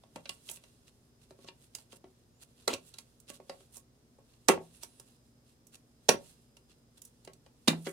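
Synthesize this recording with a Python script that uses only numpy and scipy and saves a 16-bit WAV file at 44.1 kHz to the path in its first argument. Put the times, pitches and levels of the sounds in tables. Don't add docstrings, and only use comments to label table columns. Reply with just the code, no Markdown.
import sys
import numpy as np
from scipy import signal
from scipy.fft import rfft, irfft, next_fast_len
from scipy.io import wavfile
from scipy.ndimage import map_coordinates

SR = 44100
rng = np.random.default_rng(int(sys.argv[2]) if len(sys.argv) > 2 else 0)


def materialize(psi):
    bounded = np.clip(np.atleast_2d(psi).T, -1, 1)
    quanta = np.round(bounded * 32767).astype(np.int16)
    wavfile.write(sys.argv[1], SR, quanta)


N = 349272


def amp(db):
    return 10 ** (np.asarray(db) / 20)


def unit(x):
    return x / np.sqrt(np.mean(x ** 2) + 1e-20)


def along(points, hz):
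    f, v = np.transpose(points)
    return np.interp(np.log(hz + 1), np.log(f + 1), v)


def curves(rows):
    s, *columns = np.transpose(rows)
    return [np.interp(np.arange(N) / SR, s, column) for column in columns]


def wobble(rate):
    knots = rng.standard_normal(int(N * rate / SR) + 4)
    return map_coordinates(knots, [np.arange(N) * rate / SR])


def filtered(x, response):
    m = next_fast_len(N + SR // 4)
    spectrum = rfft(x, m) * response(np.fft.rfftfreq(m, 1 / SR))
    return irfft(spectrum, m)[..., :N]


def band(x, low_hz, high_hz, order=3):
    edges = np.clip([low_hz, max(high_hz, low_hz + 10)], 10, SR / 2 - 10)
    return signal.sosfilt(signal.butter(order, edges, "band", fs=SR, output="sos"), x)


def rush(spectrum, alike, grain_db):
    def turn(hz):
        return np.arccos(np.clip(along(alike, hz), -1, 1)) / 2

    pair = rng.standard_normal((2, N)) * amp(grain_db * wobble(700))
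    mid, side = filtered(pair, lambda hz: amp(along(spectrum, hz)) * [np.cos(turn(hz)), np.sin(turn(hz))])
    return unit(np.array([mid + side, mid - side]))


def swells(rows):
    t = np.arange(N) / SR
    gain = np.zeros(N)
    for s, db, half in rows:
        near = slice(*np.searchsorted(t, [s - 4 * half, s + 4 * half]))
        gain[near] += amp(db) * np.exp(-((t[near] - s) / half) ** 2)
    return gain


def add(track, sound, s):
    start = max(round(s * SR), 0)
    track[:, start:start + sound.shape[1]] += sound[:, :max(N - start, 0)]


# frequency in Hz, relative density in dB per Hz.
AIR_SPECTRUM = [(12, -31.5), (20, -11.5), (113, -1.5), (134, 2), (187, -6.5), (248, -2.5), (328, -8),
                (410, -7.5), (802, -18.5), (2320, -27.5), (4670, -25.5), (5080, -23.5), (9950, -33),
                (14700, -33.5), (16000, -40.5)]
# frequency in Hz, left-right likeness (1 is mono).
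AIR_LIKENESS = [(30, .3), (70, 0.89), (130, 0.38), (250, 0.86), (950, .1), (4000, 0.045)]
# frequency in Hz, rms level in dB.
HUM_PARTIALS = [(59.5, -77), (119.5, -73.5), (237.5, -75)]
# centre in seconds, level in dB, half length in seconds.
WHINE_BELLS = [(1.17, -87, 0.091), (5.2, -84, 0.29), (6.55, -84.5, .5)]
WHINE_HZ, WHINE_DB = 5000, -90.5


def kitchen():
    t = np.arange(N) / SR
    hum = sum(amp(db) * unit(np.sin(2 * np.pi * hz * t + .5 * wobble(11))) for hz, db in HUM_PARTIALS)
    loudness = (amp(WHINE_DB) + swells(WHINE_BELLS)) * amp(1.5 * wobble(8.5))
    whine = loudness * np.sin(2 * np.pi * WHINE_HZ * t + 0.48 * wobble(100))
    air = amp(-66.5) * rush(AIR_SPECTRUM, AIR_LIKENESS, grain_db=-0.5)
    return hum + whine + air


# time of full speed in seconds, scrape level in dB, half length in seconds.
WHEEL_TURNS = [(.5, -72.5, 0.38), (1.6, -83, .3), (2.85, -73.5, .3), (3.55, -70, .11), (4.8, -70, 0.28),
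               (6.22, -69.5, 0.17), (7.12, -84, 0.18), (7.8, -67, 0.16)]
# centre in seconds, scrape level in dB, hiss level in dB, half length in seconds.
BRIEF_SLIDES = [(.338, -84, -65, .022), (.483, -65, -58, 0.035), (.514, -77, -46.5, 0.02),
                (.556, -63, -54, .025), (.882, -60.5, -68, 0.014), (1.237, -64.5, -67.5, 0.021),
                (1.434, -66, -71, .034), (1.485, -52.5, -89, 0.013), (1.634, -69.5, -68, 0.03),
                (1.808, -66.5, -65, 0.031), (1.925, -57, -63, 0.016), (1.965, -65, -61, 0.013),
                (2.43, -58, -57.5, 0.018), (2.614, -67.5, -73, .04), (2.877, -71, -63, 0.028),
                (3.296, -52, -56, .015), (3.346, -57.5, -58.5, 0.023), (3.762, -63, -54, 0.031),
                (4.323, -71.5, -77, .055), (4.761, -73, -67.5, 0.024), (4.835, -51, -50, 0.015),
                (5.091, -75, -72.5, 0.043), (5.506, -72, -74.5, 0.0291), (5.743, -60, -62, .016),
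                (6.284, -71, -64.5, 0.043), (6.713, -61.5, -70, .021), (6.98, -65.5, -65.5, .013),
                (7.064, -79, -66.5, 0.022), (7.862, -46.5, -66, 0.0094), (7.91, -83, -54.5, 0.072)]
# frequency in Hz, relative density in dB per Hz.
SCRAPE_SPECTRUM = [(300, -18), (1200, -8), (2300, -10.5), (2750, -0.5), (3050, -6), (3350, -1), (3700, -4),
                   (4050, -1), (4600, -5), (5600, -7.5), (8000, -9.5), (16000, -35)]
# frequency in Hz, relative density in dB per Hz.
HISS_SPECTRUM = [(2000, -33.5), (5500, -8.5), (7500, -1), (9300, 2), (12000, -5.5), (16000, -16)]
RESTING_SCRAPE_DB, RESTING_HISS_DB = -91, -82
TURN_HISS_DB = -1.5
TICK_SLIDE_DB, TICK_SLIDE_S = -38, 0.016
BRUSHES_PER_S, BRUSH_DB, BRUSH_SPREAD_DB, BRUSH_S = 3.3, -83.5, 2.5, .025


def rubbing():
    rolling = swells(WHEEL_TURNS)
    unsteady = amp(1.4 * wobble(22))
    catching = unit(amp(2.2 * wobble(150) + 3 * wobble(500)))

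    chances = rng.random((round(BRUSHES_PER_S * N / SR), 2))
    brushes = [(when * N / SR, BRUSH_DB + BRUSH_SPREAD_DB * (2 * size - 1), BRUSH_S)
               for when, size in chances]
    tick_slides = [(s, db + TICK_SLIDE_DB, TICK_SLIDE_S) for s, db, *_ in TICK_KNOCKS]
    small = swells(brushes + tick_slides)
    scrape_slides = swells([(s, db, half) for s, db, _, half in BRIEF_SLIDES])
    hiss_slides = swells([(s, db, half) for s, _, db, half in BRIEF_SLIDES])

    scrape = unsteady * (amp(RESTING_SCRAPE_DB) + rolling)
    scrape = scrape + catching * (small + scrape_slides)
    hiss = unsteady * (amp(RESTING_HISS_DB) + amp(TURN_HISS_DB) * rolling)
    hiss = hiss + catching * (amp(-3.5) * small + hiss_slides)

    steel = scrape * rush(SCRAPE_SPECTRUM, [(3000, 0.16)], grain_db=2.0) * amp([[-3.5], [-.5]])
    skin = hiss * rush(HISS_SPECTRUM, [(8000, 0.097)], grain_db=1.5) * amp([[-5.5], [1]])
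    return steel + skin


# nominal frequency in Hz, nominal level in dB, time to fall 60 dB in seconds.
CAN_MODES = [(165.4, -6.5, 0.55), (250, -4, 0.056), (379.6, 0.5, 0.11), (550, -1, 0.09), (865, 0, 0.036),
             (929, 1.5, 0.092), (1105, 3, 0.13), (1364, 1.5, 0.087), (1588, -5.5, 0.08), (2000, -4, 0.041),
             (2410, 0, .06), (2720, -2, 0.092), (2810, -3, 0.074), (3280, -3.5, 0.055), (3890, -1, 0.057),
             (5846, 2, 0.094), (7850, 4, 0.055), (8540, -2, 0.063)]
# low edge in Hz, high edge in Hz, trim in dB, share of the treble pan, unlikeness of the two sides,
# room level in dB, room time to fall 60 dB in seconds.
CONTACT_REGISTERS = [(169, 674, 2, 0.016, 0.5, -6, 0.23), (790, 2620, -5, 0.0082, 0.84, -5, 0.14),
                     (2210, 5200, -8.5, 0.92, 1, -12, 0.16), (6300, 10730, 1.5, 1.1, 1, -9, 0.13)]
MODE_DRIFT, MODE_SPREAD_DB = .008, 2


def contact(levels_db, centres, pan_db, rise, fade, ring_db, grain_db, fizz_db):
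    t = np.arange(SR // 3) / SR
    lead = 3.2 * max(rise, 1e-4)
    swell = np.exp(-np.maximum((lead - t) / max(rise, 1e-4), (t - lead) / max(fade, 1e-4)))
    steps = np.repeat(rng.standard_normal(len(t)), 20)[:len(t)]
    grains = swell * amp(grain_db * steps)

    def ringing(x, tail):
        return signal.fftconvolve(x, tail, axes=-1)[..., :len(t)]

    hz, db, t60 = np.transpose(CAN_MODES)[:, :, None]
    hz = hz * (1 + MODE_DRIFT * rng.standard_normal(hz.shape))
    db = db + MODE_SPREAD_DB * rng.standard_normal(db.shape)
    modes = np.sum(amp(db - 60 * t / t60) * np.cos(2 * np.pi * hz * t), axis=0)

    shared = grains * rng.standard_normal((1, len(t)))
    own = grains * rng.standard_normal((2, len(t)))
    out = np.zeros((2, len(t)))
    for level_db, centre, register in zip(levels_db, centres, CONTACT_REGISTERS):
        low_hz, high_hz, trim_db, pan_share, unlike, room_db, room_t60 = register
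        force = shared + unlike * own
        direct = unit(band(force + amp(ring_db) * ringing(force, modes[None]), low_hz, high_hz))
        if centre:
            centre_hz, width, centre_db = centre
            favoured = band(direct, centre_hz / (1 + width), centre_hz * (1 + width), order=1)
            direct = direct + amp(centre_db) * unit(favoured)
        if register == CONTACT_REGISTERS[-1]:
            direct = direct + amp(fizz_db) * unit(band(force, high_hz, 16000))
        echoes = rng.standard_normal(len(t)) + 2 * unlike * rng.standard_normal((2, len(t)))
        walls = echoes * amp(-60 * t / room_t60) * (1 - np.exp(-t / 0.0063))
        heard = unit(unit(direct) + amp(room_db) * unit(ringing(direct, walls)))
        sides = amp(np.array([[.5], [-.5]]) * pan_db * pan_share)
        out += amp(level_db + trim_db) * heard * sides / sides.mean()
    return out, lead


# nominal time in seconds, ring level in dB, thud and crack in dB relative to the ring,
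# ring frequency in Hz, treble left minus right in dB before each register's share.
TICK_KNOCKS = [(0.0336, -56.5, -3, -16, 3300, -10), (0.157, -37.5, -5, -12, 2600, -4),
               (0.2541, -35.5, -20, -24, 2700, -3), (0.291, -26.5, -25, -11.5, 2870, -4.5),
               (0.4872, -32, -29, -13, 3140, -1.5), (0.4951, -41.5, -16, 1, 2680, -10),
               (0.5105, -50.5, -9, 12.5, 6550, -11), (0.5696, -46, -18.5, -27, 2730, 1),
               (0.6358, -48, -16.5, -12, 2800, -2), (1.3052, -51, -1.5, -11.5, 4200, -3),
               (1.3869, -65, 8.5, -8.5, 3490, -8), (1.443, -54.5, 0.5, -13, 6340, -12),
               (1.4836, -35, -18, -40, 2720, -0.5), (1.7484, -34, -29.5, -3, 4970, -7),
               (1.783, -46.5, -19, -7, 4850, -3.5), (1.926, -46.5, -7.5, -6.5, 3220, -3.5),
               (2.039, -55, 5, -24, 3200, -3), (2.9379, -41, -28, -10.5, 4000, -4.5),
               (2.9833, -36.5, -29, -6.5, 4240, -4), (3.199, -62.5, -28, 8, 4170, -7.5),
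               (3.2985, -42, -6.5, -3, 2880, -12.5), (3.3977, -57, 6.5, -20, 2500, -12),
               (3.4938, -35.5, -4.5, -14, 4730, -4.5), (3.6036, -56, -4.5, -8.5, 3290, 0),
               (3.766, -54.5, -4, 9, 6020, -10), (4.1837, -69, 10, -4, 2570, -2),
               (4.831, -39, -15.5, 0, 4900, -9.5), (4.996, -46.5, -13, 0, 5160, -6),
               (5.667, -60.5, -29, 6.5, 6020, -6.5), (5.7516, -48, -23, -5.5, 5880, -2.5),
               (6.566, -48.5, -21, -9, 2810, -4), (7.0163, -51.5, -25.5, 6.5, 6280, -7),
               (7.0485, -57.5, -29.5, 11.5, 4990, -4), (7.247, -49, -21, -3, 4500, -6.5),
               (7.2729, -42.5, -4.5, -17.5, 2790, -3), (7.3314, -52.5, -28, -3, 4410, -5.5),
               (7.4606, -53, -7.5, -15, 2950, -3.5)]
TICK_RISE_S, TICK_FADE_S = .001, 0.0039
CLANK_SHARE, CLANK_DB = 0.45, -20.5
TICK_THUD_HZ, THUD_SCATTER = 616, 0.048
FIZZ_DB, FIZZ_PER_CRACK = -8.5, .35


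def ticks():
    out = np.zeros((2, N))
    for s, db, thud_db, crack_db, ring_hz, pan_db in TICK_KNOCKS:
        levels_db = db + np.array([thud_db - 16, CLANK_SHARE * thud_db + CLANK_DB, -18, crack_db - 22])
        fizz_db = FIZZ_DB + FIZZ_PER_CRACK * crack_db
        thud_hz = TICK_THUD_HZ * np.exp(THUD_SCATTER * rng.standard_normal())
        centres = [(thud_hz, .45, -3), None, (ring_hz, .05, -4), None]
        sound, lead = contact(levels_db, centres, pan_db, TICK_RISE_S, TICK_FADE_S,
                              ring_db=-45, grain_db=1.73, fizz_db=fizz_db)
        add(out, sound, s + 0.0028 - lead)
    return out


# time in seconds, pitch in Hz before jitter, level in dB before the partials and pan.
SQUEAK_GLIDES = [
    [(2.25, 6070, -100), (2.32, 6600, -88), (2.40, 7400, -77), (2.44, 7900, -105)],
    [(4.38, 7300, -105), (4.46, 7850, -80), (4.61, 8510, -84), (4.66, 9200, -78), (4.80, 10130, -71),
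     (4.92, 9790, -70), (4.99, 9420, -71), (5.03, 9330, -110)],
]
PARTIAL_RATIOS = [1, .83, .405]
PARTIAL_DB = [0, -9, -11]


def squeak():
    hz, level_db = curves([point for glide in SQUEAK_GLIDES for point in glide])
    phase = 2 * np.pi * np.cumsum(hz * (1 + .0045 * wobble(400))) / SR
    tones = sum(amp(db + 2.3 * wobble(40)) * np.sin(ratio * phase)
                for ratio, db in zip(PARTIAL_RATIOS, PARTIAL_DB))
    return amp(level_db) * tones * amp([[-3], [3]])


def thump(hz, t60):
    t = np.arange(SR // 4) / SR
    rocking = band(np.sin(2 * np.pi * hz * t) * amp(-60 * t / t60), hz / 2.5, hz * 3.0, order=2)
    return unit(np.array([rocking, rocking]))


# time in seconds, ring level in dB, thud, clank and crack in dB relative to the ring,
# thud frequency in Hz, ring frequency in Hz, treble left minus right in dB before each register's share,
# fade in seconds.
SNAP_BREAKS = [(2.680, -16, -11.5, -11.5, -13, 450, 4030, -6.5, .0031),
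               (2.7382, -22, -18.5, -20.5, -15, 262, 2750, -6, .004),
               (4.4858, -11.5, -12.5, -14, -10, 550, 6300, -14, .0049),
               (4.4894, -13, -9.5, -4, -12, 541.5, 2932, -6.5, .0032),
               (6.090, -8, -10.5, -13, -11.5, 476, 5846, -7.5, .005),
               (6.0917, -10.5, -15.5, -12.5, -18, 240, 2410, -2.5, .004),
               (7.680, -7, -12.5, -15.5, -17, 239, 3670, -5.5, 0.0051),
               (7.869, -33, 0.5, -4, -16.5, 334, 3280, -10.5, 0.0059)]
SNAP_RISE_S = .0017
SNAP_THUMP_DB, SNAP_THUMP_T60_S = -20, .085


def snaps():
    out = np.zeros((2, N))
    for s, db, thud_db, clank_db, crack_db, thud_hz, ring_hz, pan_db, fade in SNAP_BREAKS:
        levels_db = db + np.array([thud_db - 17.5, clank_db - 13.0, -19.5, crack_db - 20.5])
        centres = [(thud_hz, .25, -1), None, (ring_hz, .03, -4), None]
        sound, lead = contact(levels_db, centres, pan_db, SNAP_RISE_S, fade,
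                              ring_db=-46.5, grain_db=4, fizz_db=-10.5)
        add(out, sound, s - lead)
        add(out, amp(db + thud_db + SNAP_THUMP_DB) * thump(thud_hz, SNAP_THUMP_T60_S), s)
    return out


# frequency in Hz, relative density in dB per Hz.
TEAR_SPECTRUM = [(59, -51.5), (100, -31), (266, -0.5), (691, -11.5), (891, -9.5), (1130, -16),
                 (2130, -24.5), (2750, -8), (5190, -20.5), (7940, -17), (16000, -42)]
TEAR_S, TEAR_DB = 2.68, -40.5
TEAR_ATTACK_S, TEAR_HOLD_S, TEAR_FALL_DB_PER_S = .014, 0.049, 750


def tearing():
    t = np.arange(N) / SR - TEAR_S
    attack = np.clip(t / TEAR_ATTACK_S, 0, 1) ** 2
    fall_db = TEAR_FALL_DB_PER_S * np.maximum(t - TEAR_ATTACK_S - TEAR_HOLD_S, 0)
    crunch = rush(TEAR_SPECTRUM, [(300, 1.0), (4000, 0.99)], grain_db=5.5)
    return attack * amp(TEAR_DB - fall_db) * crunch


# time in seconds, thud level in dB before its register's trim, thud frequency in Hz.
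CAN_LANDINGS = [(2.729, -57, 540), (4.498, -33, 355), (4.538, -51.5, 364.5), (4.577, -56, 535),
                (6.141, -53.5, 349), (7.732, -52.5, 235)]
LANDING_CLANK_DB, LANDING_THUMP_DB = -4.5, -3
COUNTER_HZ, COUNTER_DB, COUNTER_T60_S = 95, -67, 0.16


def landings():
    out = np.zeros((2, N))
    for s, db, thud_hz in CAN_LANDINGS:
        sound, lead = contact([db, db + LANDING_CLANK_DB], [(thud_hz, .25, -1), None], 0,
                              rise=.002, fade=.0033, ring_db=-48.5, grain_db=2.5, fizz_db=0)
        add(out, sound, s - lead)
        add(out, amp(db + LANDING_THUMP_DB) * thump(thud_hz, t60=.08), s)
        add(out, amp(COUNTER_DB) * thump(COUNTER_HZ, COUNTER_T60_S), s)
    return out


def scene():
    return kitchen() + rubbing() + ticks() + squeak() + snaps() + tearing() + landings()


TOP_HZ, TOP_STEEPNESS = 16100, 90


def record(dry):
    mid, side = (dry[0] + dry[1]) / 2, (dry[0] - dry[1]) / 2
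    width_db = [(50, 1.5), (140, -6.5), (400, -2.5), (700, 1), (6000, 1.5)]  # (Hz, side gain dB)
    side = filtered(side, lambda hz: amp(along(width_db, hz)))
    stereo = np.array([mid + side, mid - side])
    return filtered(stereo, lambda hz: 1 / (1 + (hz / TOP_HZ) ** TOP_STEEPNESS))


dry = scene()
out = record(dry)
materialize(out)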